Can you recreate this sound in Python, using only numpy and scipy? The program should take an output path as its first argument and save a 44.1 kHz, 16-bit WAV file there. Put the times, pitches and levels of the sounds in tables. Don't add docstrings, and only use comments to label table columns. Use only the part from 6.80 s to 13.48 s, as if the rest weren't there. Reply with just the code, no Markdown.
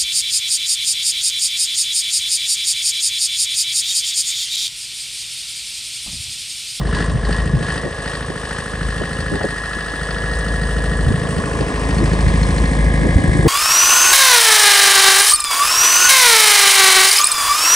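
import sys
import numpy as np
from scipy import signal
from scipy.io import wavfile
from scipy.ndimage import uniform_filter1d

SR = 44100
rng = np.random.default_rng(int(sys.argv[2]) if len(sys.argv) > 2 else 0)


def materialize(psi):
    bounded = np.clip(np.atleast_2d(psi).T, -1, 1)
    quanta = np.round(bounded * 32767).astype(np.int16)
    wavfile.write(sys.argv[1], SR, quanta)


N = 294588
CYCLE_HZ = 13.325
FRAME = 64

# start_s, hum_db, rumble_db
BASS = [(0, -22, -20.5), (.5, -19.5, -24), (.8, -27.5, -19.5), (1.12, -32.5, -32.5), (1.5, -33, -29),
        (1.88, -37, -33), (2.08, -21.5, -23), (2.25, -35, -28.5), (2.5, -26, -26), (2.85, -34, -35),
        (3.1, -33.5, -32.5), (3.46, -24, -27), (4.28, -18.5, -20), (4.65, -29, -23), (4.98, -24, -26.5),
        (5.22, -16.5, -17), (6.2, -17.5, -19), (6.68, -16, -14.5)]
# start_s, closeness to canopy (0-1), lean over door (0-1), share of port phase (0-1)
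WALK = [(0, 0, 0, 0.081), (.6, 0.08, 0.12, 0.53), (1.2, 0.14, 0.07, 1.0), (4.2, 0.04, 0, 1.0),
        (4.45, 0.16, 0.23, 1.0), (4.7, 0.59, 0, 1.0), (5.3, 0.67, 0.28, 1.0), (5.6, 0.7, 0.43, 1.0),
        (5.8, 0.77, 0.34, 1.0), (6.05, 0.74, 0.58, 0.98), (6.68, 0.71, 0.7, 0.99)]


def amp(db):
    return 10 ** (np.asarray(db) / 20)


def evened(x):
    return x / np.sqrt(np.mean(x ** 2) + 1e-20)


def read(points, hz):
    f, value = np.transpose(points)
    return np.interp(np.log(hz + 1), np.log(f + 1), value)


def curves(rows, t):
    s, *columns = np.transpose(rows)
    return [np.interp(t, s, c) for c in columns]


def band(x, lo_hz, hi_hz):
    sos = signal.butter(3, [lo_hz, hi_hz], "bandpass", fs=SR, output="sos")
    return evened(signal.sosfilt(sos, x))


def ring(x, hz, width_hz):
    r = np.exp(-np.pi * width_hz / SR)
    turn = 2 * np.pi * hz / SR
    return signal.lfilter([np.sin(turn)], [1, -2 * r * np.cos(turn), r * r], x)


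def slow(count, span):
    noise = rng.standard_normal((count, N // FRAME + 1))
    return evened(uniform_filter1d(uniform_filter1d(noise, span, axis=1), span, axis=1))


def at_times(row, t):
    return np.interp(t * SR / FRAME, np.arange(N // FRAME + 1), row)


def tones(orders, cycle, waver_db, spread):
    cycle = cycle[::8]
    waver = amp(waver_db * slow(count=len(orders), span=40))
    waver = np.repeat(waver, 8, axis=1)[:, :len(cycle)]
    low = sum(amp(db) * w * np.cos(2 * np.pi * (k * cycle + spread * rng.random()))
              for (k, db), w in zip(orders, waver))
    return evened(signal.resample_poly(low, 8, 1)[:N])


def wind(t):
    # start_s, relative level_db, pitch_hz, length_s
    gusts = [(0.19, -19.5, 250, 0.045), (0.488, -10, 388, 0.012), (0.328, -13, 114, 0.057),
             (0.735, -7, 128, 0.037), (1.036, -15, 384, 0.048), (1.499, -14, 334, 0.014),
             (2.209, -14, 390, 0.022), (2.519, -8.5, 280, 0.025), (2.548, -12.5, 420, 0.027),
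             (2.606, -13, 537, 0.017), (2.636, -11.5, 480, 0.028), (2.72, -22, 282, 0.021),
             (2.964, -20, 290, 0.014), (3.136, -20, 280, 0.013), (3.434, -16, 282.7, 0.008),
             (4.24, -10, 117, 0.11), (4.308, -8.5, 238, 0.016), (4.583, -8.5, 179, 0.019),
             (4.805, -8.5, 357, 0.021), (5.203, -13.5, 265, 0.038), (5.227, -7.5, 258, 0.015),
             (5.329, -10.5, 300, 0.016), (5.441, -6.5, 115, 0.071), (6.238, -11, 364, 0.047),
             (6.358, 2, 113, 0.014), (6.394, -6.5, 245, 0.012), (6.482, -3.5, 111, 0.024),
             (6.55, -6, 222, 0.016), (6.589, -5.5, 290, 0.014), (6.651, -1.5, 365, 0.032)]
    out = np.zeros((2, N))
    for s, db, hz, length_s in gusts:
        at = slice(round((s - .05) * SR), round((s + .15) * SR))
        shared, own = (band(rng.standard_normal(8820), hz * 0.32, hz * 1.35) for _ in range(2))
        u = (t[at] - s) / length_s
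        steepness = np.where(u < .3, 9.0, 1.8)
        shape = amp(db - 6.0) * np.exp(-steepness * (u - .3) ** 2)
        out[:, at] += shape * (shared + np.array([[.4], [-.4]]) * own)[:, :len(u)]
    flutter = np.array([band(rng.standard_normal(N), 60, 380) for _ in range(2)])
    flutter *= amp(5 * at_times(slow(count=1, span=14)[0], t))
    return out + amp(curves(BASS, t)[1] - 14.0) * flutter


def hunt(t):
    # start_s, strength of the swing (ratio)
    surges = [(0, 1.13), (.19, 1.1), (.54, 0.73), (.9, 0.98), (1.3, 0.44), (1.7, .45), (2.1, 0.12), (3, 0)]
    surge_s, hunt_hz, sag_hz_per_s = .19, 2.9, .41
    u = t - surge_s
    swings = hunt_hz * u - .5 * sag_hz_per_s * np.minimum(u, 3) ** 2
    return curves(surges, t)[0] * np.cos(2 * np.pi * swings)


def load(t):
    # start_s, drone_db, knock_db, clatter_db, hiss_db
    levels = [(0, -32, -30.5, -40, -44), (1, -31.5, -32, -40.5, -43.5), (2, -33.5, -31, -40.5, -43),
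              (2.5, -34, -31, -40, -43), (2.88, -35.5, -30.5, -39.5, -43),
              (3.499, -31.5, -29.5, -40, -43.5), (4.3, -30, -30.5, -41, -41.5),
              (5, -27.5, -30.5, -37.5, -41.5), (5.7, -28.5, -30.5, -37, -39), (6.15, -29, -31, -41, -42.5),
              (6.68, -27.5, -31, -39.5, -39.5)]
    # drone, knock, clatter, hiss [dB]
    hunt_db = [0.27, 4.9, 2.9, 3.2]
    return [db + swing_db * hunt(t) for db, swing_db in zip(curves(levels, t), hunt_db)]


def bass(t):
    # centre_s, depth_db, half_width_s
    dips = [(.35, -18, 0.023), (2.62, -9, 0.033), (4.39, -13, 0.089), (4.91, -26, 0.018), (6.43, -9, 0.11)]
    # hum, rumble [dB]
    waver_db = [.7, 1.0]
    hum_db, rumble_db = curves(BASS, t)
    hum_db = hum_db + sum(db * np.exp(-((t - s) / half_s) ** 2) for s, db, half_s in dips)
    rows = slow(count=2, span=30)
    return [db + w_db * at_times(row, t) for db, w_db, row in zip((hum_db, rumble_db), waver_db, rows)]


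def firings(cycle):
    turn = 4 * cycle + 4.27
    count = np.floor(turn).astype(int)
    return count, (count - 1) % 4, turn % 1 / (4 * CYCLE_HZ)


def whine(t, cycle):
    orders = [(127, -1.5), (128, -0.5), (131, -3), (140, 0.5), (144, -8), (148, -5.5)]
    # start_s, relative level_db
    whine_levels = [(0.0, -61), (0.115, -51), (0.14, -25), (0.4, -49), (0.53, -29), (0.75, -40), (0.9, -30),
                    (1.1, -36.5), (1.34, -37), (1.4, -48), (2.68, -30), (3.36, -32), (3.46, -28.5),
                    (4.5, -36), (4.8, -45), (4.91, -37), (5.39, -43), (5.46, -38), (5.81, -44),
                    (5.84, -38.5), (6.6, -36.5)]
    return amp(curves(whine_levels, t)[0] - 1.0) * tones(orders, cycle, 2.0, 0.94)


def ping():
    # start_s, relative level_db, pitch_hz
    pings = [(5.0328, -39, 4600), (5.1066, -33, 4600), (5.1829, -29, 4380), (5.2567, -35, 4330),
             (5.3321, -30.5, 4360), (5.4067, -32, 4310), (5.48, -29, 4300), (5.5562, -43, 4140),
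             (5.6304, -24, 4240), (5.7052, -32, 4240), (5.7801, -27, 4240), (5.8549, -31, 4260),
             (5.9312, -34, 4280), (6.0055, -48, 4200)]
    width_hz, snap_db, snap_s = 50, -6, 0.005
    out, u = np.zeros(N), np.arange(1500) / SR
    for (s, db, hz), noise in zip(pings, rng.standard_normal((len(pings), 1500))):
        swell = np.minimum(u / .002, 1)
        tone = swell * np.exp(-np.pi * width_hz * u) * np.sin(2 * np.pi * hz * u)
        snap = amp(snap_db) * np.exp(-u / snap_s) * band(noise, 2800, 6900)
        out[round(s * SR):][:1500] += amp(db + 1.5) * (tone + snap)
    return out


def panel(t, cycle):
    # start_s, pitch_hz, relative level_db
    resonance = [(0, 1033, -26.5), (1.2, 1120, -32.5), (2.5, 1046, -35), (4.2, 990, -33.5),
                 (4.5, 1103, -27.5), (4.9, 1050, -28), (5.3, 1027, -27), (5.8, 1045, -27.5),
                 (6.1, 1040, -35.5), (6.68, 1030, -29)]
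    width_hz, lag_cycles = 60, 0.018
    count, cylinder, _ = firings(cycle - lag_cycles)
    hz, db = curves(resonance, t)
    lit = (np.diff(count, prepend=count[0]) > 0) * (cylinder == 0)
    tap = lit * amp(db + 3.4 * hunt(t) + 0.78 * rng.standard_normal(400)[count])
    turn, r = np.exp(2j * np.pi * np.cumsum(hz) / SR), np.exp(-np.pi * width_hz / SR)
    soft = signal.lfilter([.02], [1, -.98], tap / turn)
    return (turn * signal.lfilter([1], [1, -r], soft)).real * 2.4


def clatter(t, cycle):
    clatter_cyl_db = [-3, -2.5, -1.5, 5]
    hiss_cyl_db = [0, 0, 1.5, 0]
    surge_cyl_db = [5.6, 7.9, 10, 2.8]
    split_hz = 5800
    count, cylinder, since = firings(cycle)
    chance = amp(2.4 * rng.standard_normal((2, 400)))[:, count]
    flare, puff = amp([clatter_cyl_db, hiss_cyl_db])[:, cylinder] * chance
    flare = flare * amp(np.array(surge_cyl_db)[cylinder] * np.maximum(hunt(t), 0))
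    one, other = rng.standard_normal((2, 4, 900))[:, cylinder, (since * SR).astype(int)]
    rush = rng.standard_normal(N) + 1.1 * (one * np.cos(1.5 * t) + other * np.sin(1.5 * t))
    flare_shape = np.minimum(since / 0.0025, 1) * np.exp(-since / 0.011)
    puff_shape = np.minimum(since / 0.00078, 1) * np.exp(-since / 0.019)
    low = evened((0.95 + 0.79 * flare * flare_shape) * rush)
    top = evened((0.6 + 1.65 * puff * puff_shape) * rush)
    split = signal.butter(4, split_hz, fs=SR, output="sos")
    return top + signal.sosfiltfilt(split, low - top)


def coloured(x):
    # pitch_hz, relative density_db
    far = [(150, -53), (250, -4), (341, -17), (458, -16), (879, -4), (1060, 1), (1580, 6), (1710, -20),
           (1910, 5), (2300, -22.5), (2900, -18), (6810, -25), (8870, -14.5), (9740, -20.5), (10200, -33),
           (13300, -57), (22000, -120)]
    # pitch_hz, relative density_db
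    near = [(150, -19.5), (250, 10.5), (374, -15), (430, -22.5), (921, -1.5), (1040, -4), (1360, 8),
            (1660, 0.5), (2340, -19), (3840, -34), (4410, -33), (7030, -27.5), (9010, -20.5), (9740, -29.5),
            (10200, -85), (13300, -100), (22000, -120)]
    # pitch_hz, relative density_db
    over = [(150, -40), (250, 9), (398, -2), (543, -2), (865, -21), (1010, -8.5), (1360, -50),
            (1690, -35.5), (2100, -5.5), (2690, -44), (3440, -23.5), (6110, -31.5), (8870, -21),
            (9740, -24.5), (10200, -55.5), (13300, -68), (22000, -120)]
    hz, t, z = signal.stft(x, SR, nperseg=512, noverlap=384)
    close, lean, _ = curves(WALK, t)
    near_db = (1 - lean) * read(near, hz)[:, None] + lean * read(over, hz)[:, None]
    colour_db = (1 - close) * read(far, hz)[:, None] + close * near_db
    edges_hz = [(400, 900), (950, 1950), (2400, 5600), (7000, 9800)]
    power = [amp(2 * colour_db[(hz > lo) & (hz < hi)]).sum(0) / 256 for lo, hi in edges_hz]
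    trim_db = [[-3.0], [-8.5], [-.3], [.2]]
    swing_db = np.array(load(t)) - 10 * np.log10(power) + trim_db
    share = np.array([np.interp(hz, [700, 1000, 1900, 2500, 5600, 7000], row)
                      for row in np.repeat(np.eye(4), [1, 2, 2, 1], axis=1)])
    return signal.istft(z * amp(colour_db + share.T @ swing_db), SR, nperseg=512, noverlap=384)[1][:N]


def knock(t, cycle):
    # pitch_hz, width_hz, blow_db of cylinders 1-4, gear_db, change close_db, further change over door_db
    block = [(754, 320, -32, -7, -27, -18, 2.5, 9.5, -0.5),
             (1036, 44, -32.5, -17, -9, -29.5, -8.5, 13.5, -4),
             (1165.5, 102, -30.5, -20, -10.5, -27, 11, 0.5, -3),
             (1295, 285, -32, -26, -3, -10.5, -16, -7, -14), (1545, 224, -16, -17, 3, -16, -21, -4.5, -19),
             (1666, 59, -17.5, -17.5, -12.5, -15, -16, -2, 23),
             (1698, 55, -1.5, -0.5, 2.5, 0, 0.5, -14.5, 0.5),
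             (1874, 74, -6.5, -5.5, -6.5, 1.5, 6.5, -17, 3),
             (2087, 280, -30.5, -38, -18, -29, 3.5, 9.5, 5.5),
             (3000, 190, -25, -15.5, -20, -17.5, -1.5, -8.5, 1),
             (3420, 550, -28, -22, -42, -27, -1, -8, 15),
             (4450, 660, -28, -27.5, -21, -12.5, -20, -14, -10.5)]
    lag_ms = [-1, 0.5, -1.5, 0.5, 2, 1, 2.5, 1, 3, 4, 2.5, 2]
    uneven_db_per_khz = 1.0
    scatter_cycles = .00015 * at_times(slow(count=1, span=8)[0], t)
    count, cylinder, since = firings(cycle + scatter_cycles)
    strike = 12.0 * (np.diff(count, prepend=count[0]) > 0)
    ragged = .3 * rng.standard_normal((4, 900))[cylinder, (since * SR).astype(int)]
    after = (ragged + .12 * rng.standard_normal(N)) * np.exp(-since / .003)
    blow = (strike + after) * amp(.8 * rng.standard_normal(400))[count]
    mesh = rng.standard_normal(3400)[(cycle % 1 * 3309).astype(int)]
    gears = amp(-21.0) * (.45 * mesh + .3 * rng.standard_normal(N)) * amp(-5 * hunt(t))
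    rattle = 1.3 * amp(4 * hunt(t)) * rng.standard_normal(N) * np.exp(-since / .008)
    close, lean, _ = curves(WALK, t)
    modes = np.zeros(N)
    for k, (hz, width_hz, *cyl_db, gear_db, near_db, over_db) in enumerate(block):
        uneven_db = uneven_db_per_khz * hz / 1000 * np.clip(rng.standard_normal(400), -2, 1.5)
        hit = amp(cyl_db)[cylinder] * amp(uneven_db)[count] * (blow if hz < 2500 else rattle)
        drive = hit + amp(gear_db) * gears
        drive = np.roll(drive, round(lag_ms[k] * SR / 1000))
        drive = ring(drive, hz, 4 * width_hz) * 8 * np.pi * width_hz / SR
        place = amp(near_db * close + over_db * lean)
        modes += (-1) ** k * np.sqrt(width_hz) * place * ring(drive, hz, width_hz)
    levelled = modes / np.sqrt(uniform_filter1d(modes ** 2, 30000))
    return amp(load(t)[1] - 0.44) * levelled


def exhaust(t, cycle):
    # cycle multiple, relative level_db
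    rumble_orders = [(6, 0), (7, -7), (8, -4), (9, -14), (10, 0), (11, -12), (12, 0.5), (13, -1.5),
                     (14, -5.5), (16, -7), (18, -14), (20, -12.5), (22, -13), (24, -21.5), (27, -13.5)]
    # cycle multiple, relative level_db
    drone_orders = [(29, -13.5), (33, -10.5), (34, -11.5), (35, -11.5), (38, -11), (42, -10), (44, -16),
                    (46, -11), (50, -14.5), (54, -17.5), (62, -26.5)]
    # start_s, relative level_db of multiples 32, 36, 40
    drone_lines = [(0.0, -48, -55, -59), (0.13, -36, -40, -49), (0.35, -43, -48, -44),
                   (0.46, -41.5, -43, -44.5), (2.02, -45, -42, -46), (2.54, -40.5, -43, -38),
                   (2.77, -50.5, -51, -60), (3.38, -46, -38.5, -43), (4.83, -35, -38, -43.5),
                   (5.29, -36, -44, -43), (5.84, -38.5, -35.5, -39.5), (6.6, -38.5, -38, -36.5)]
    hum_db, rumble_db = bass(t)
    firing_tone = np.sqrt(2) * np.cos(2 * np.pi * (4 * cycle + 0.34))
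    hum = firing_tone + amp(-7.5) * band(rng.standard_normal(N), 52.0, 73.4)
    rumble = amp(-0.98) * tones(rumble_orders, cycle - .8, 1.4, .45)
    rumble = rumble + amp(-8.5) * band(rng.standard_normal(N), 51.4, 210)
    drone = tones(drone_orders, cycle - .05, 1.5, 0.86)
    lines = sum(amp(db) * np.cos(2 * np.pi * (k * cycle + rng.random()))
                for k, db in zip((32, 36, 40), curves(drone_lines, t)))
    low = amp(hum_db) * hum + amp(rumble_db) * rumble
    return low + amp(load(t)[0] - 4.5) * drone + amp(5.5) * lines


def ports(x):
    # pitch_hz, likeness (0-1)
    same = [(60, .975), (300, .96), (600, .85), (1200, .85), (2600, .74), (5600, .66), (9000, .84)]
    # pitch_hz, left minus right_db
    left = [(60, 1.7), (150, 0), (350, 0), (850, -0.5), (2050, 1.5), (4970, 3), (12000, -0.5)]
    # pitch_hz, lead_rad
    far_phase = [(100, 0), (500, .05), (1100, .2), (1800, .6), (3000, .95), (4500, 1.35), (6500, .2),
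                 (7500, 1.7), (8700, -.3), (9300, -1.6), (9900, -2.4)]
    # pitch_hz, lead_rad
    near_phase = [(100, .05), (500, .35), (1100, 1.2), (1700, 2.3), (2300, 1.5), (3000, 1.1), (4500, .4),
                  (6500, .2), (7500, .9), (8700, -.7), (9900, -2.2)]
    hz, t, z = signal.stft(x, SR, nperseg=1024, noverlap=768)
    close, _, turn = curves(WALK, t)
    lead = turn * ((1 - close) * read(far_phase, hz)[:, None] + close * read(near_phase, hz)[:, None])
    unlike = np.clip((1 - read(same, hz)[:, None]) * (1 + .5 * close), 0, 1)
    chance_phase = np.exp(2j * np.pi * rng.random(z.shape[::-1]).T)
    diffuse = 0.81 * np.sqrt(unlike) * chance_phase
    tilt = amp(read(left, hz)[:, None] / 2) * np.exp(.5j * lead)
    z /= np.cos(lead / 2)
    pair = np.array([z * (tilt + diffuse), z * (1 / tilt - diffuse)])
    return signal.istft(pair, SR, nperseg=1024, noverlap=768)[1][:, :N]


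def scene():
    # start_s, length_m
    path = [(0, -0.5), (.5, 1.13), (1, 1.6), (1.5, 1.07), (2, 2), (2.66, 2.5), (3.65, 3), (4.31, 3),
            (4.64, 2.5), (4.97, 3.0), (5.63, 2), (6.29, 2), (6.68, 2.5)]
    sound_m_per_s = 343
    hunt_lead_cycles, hunt_lag_s = .012, .17
    wobble_cycles = .0018
    t = np.arange(N) / SR
    cycle = CYCLE_HZ * (t - curves(path, t)[0] / sound_m_per_s)
    cycle = cycle + hunt_lead_cycles * hunt(t - hunt_lag_s)
    cycle = cycle + wobble_cycles * np.sin(2 * np.pi * (cycle + .3))
    engine = exhaust(t, cycle) + knock(t, cycle) + ping() + panel(t, cycle) + whine(t, cycle)
    return ports(engine + coloured(clatter(t, cycle))) + wind(t)


def record(dry):
    edge_hz = 10050
    rounded = np.pad(1.1 * np.tanh(dry / 1.1), ((0, 0), (255, 255)), "reflect")
    low_pass = signal.firwin(511, edge_hz, window=("kaiser", 9), fs=SR)
    return signal.oaconvolve(rounded, low_pass[None], "valid")


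dry = scene()
out = record(dry)
materialize(out)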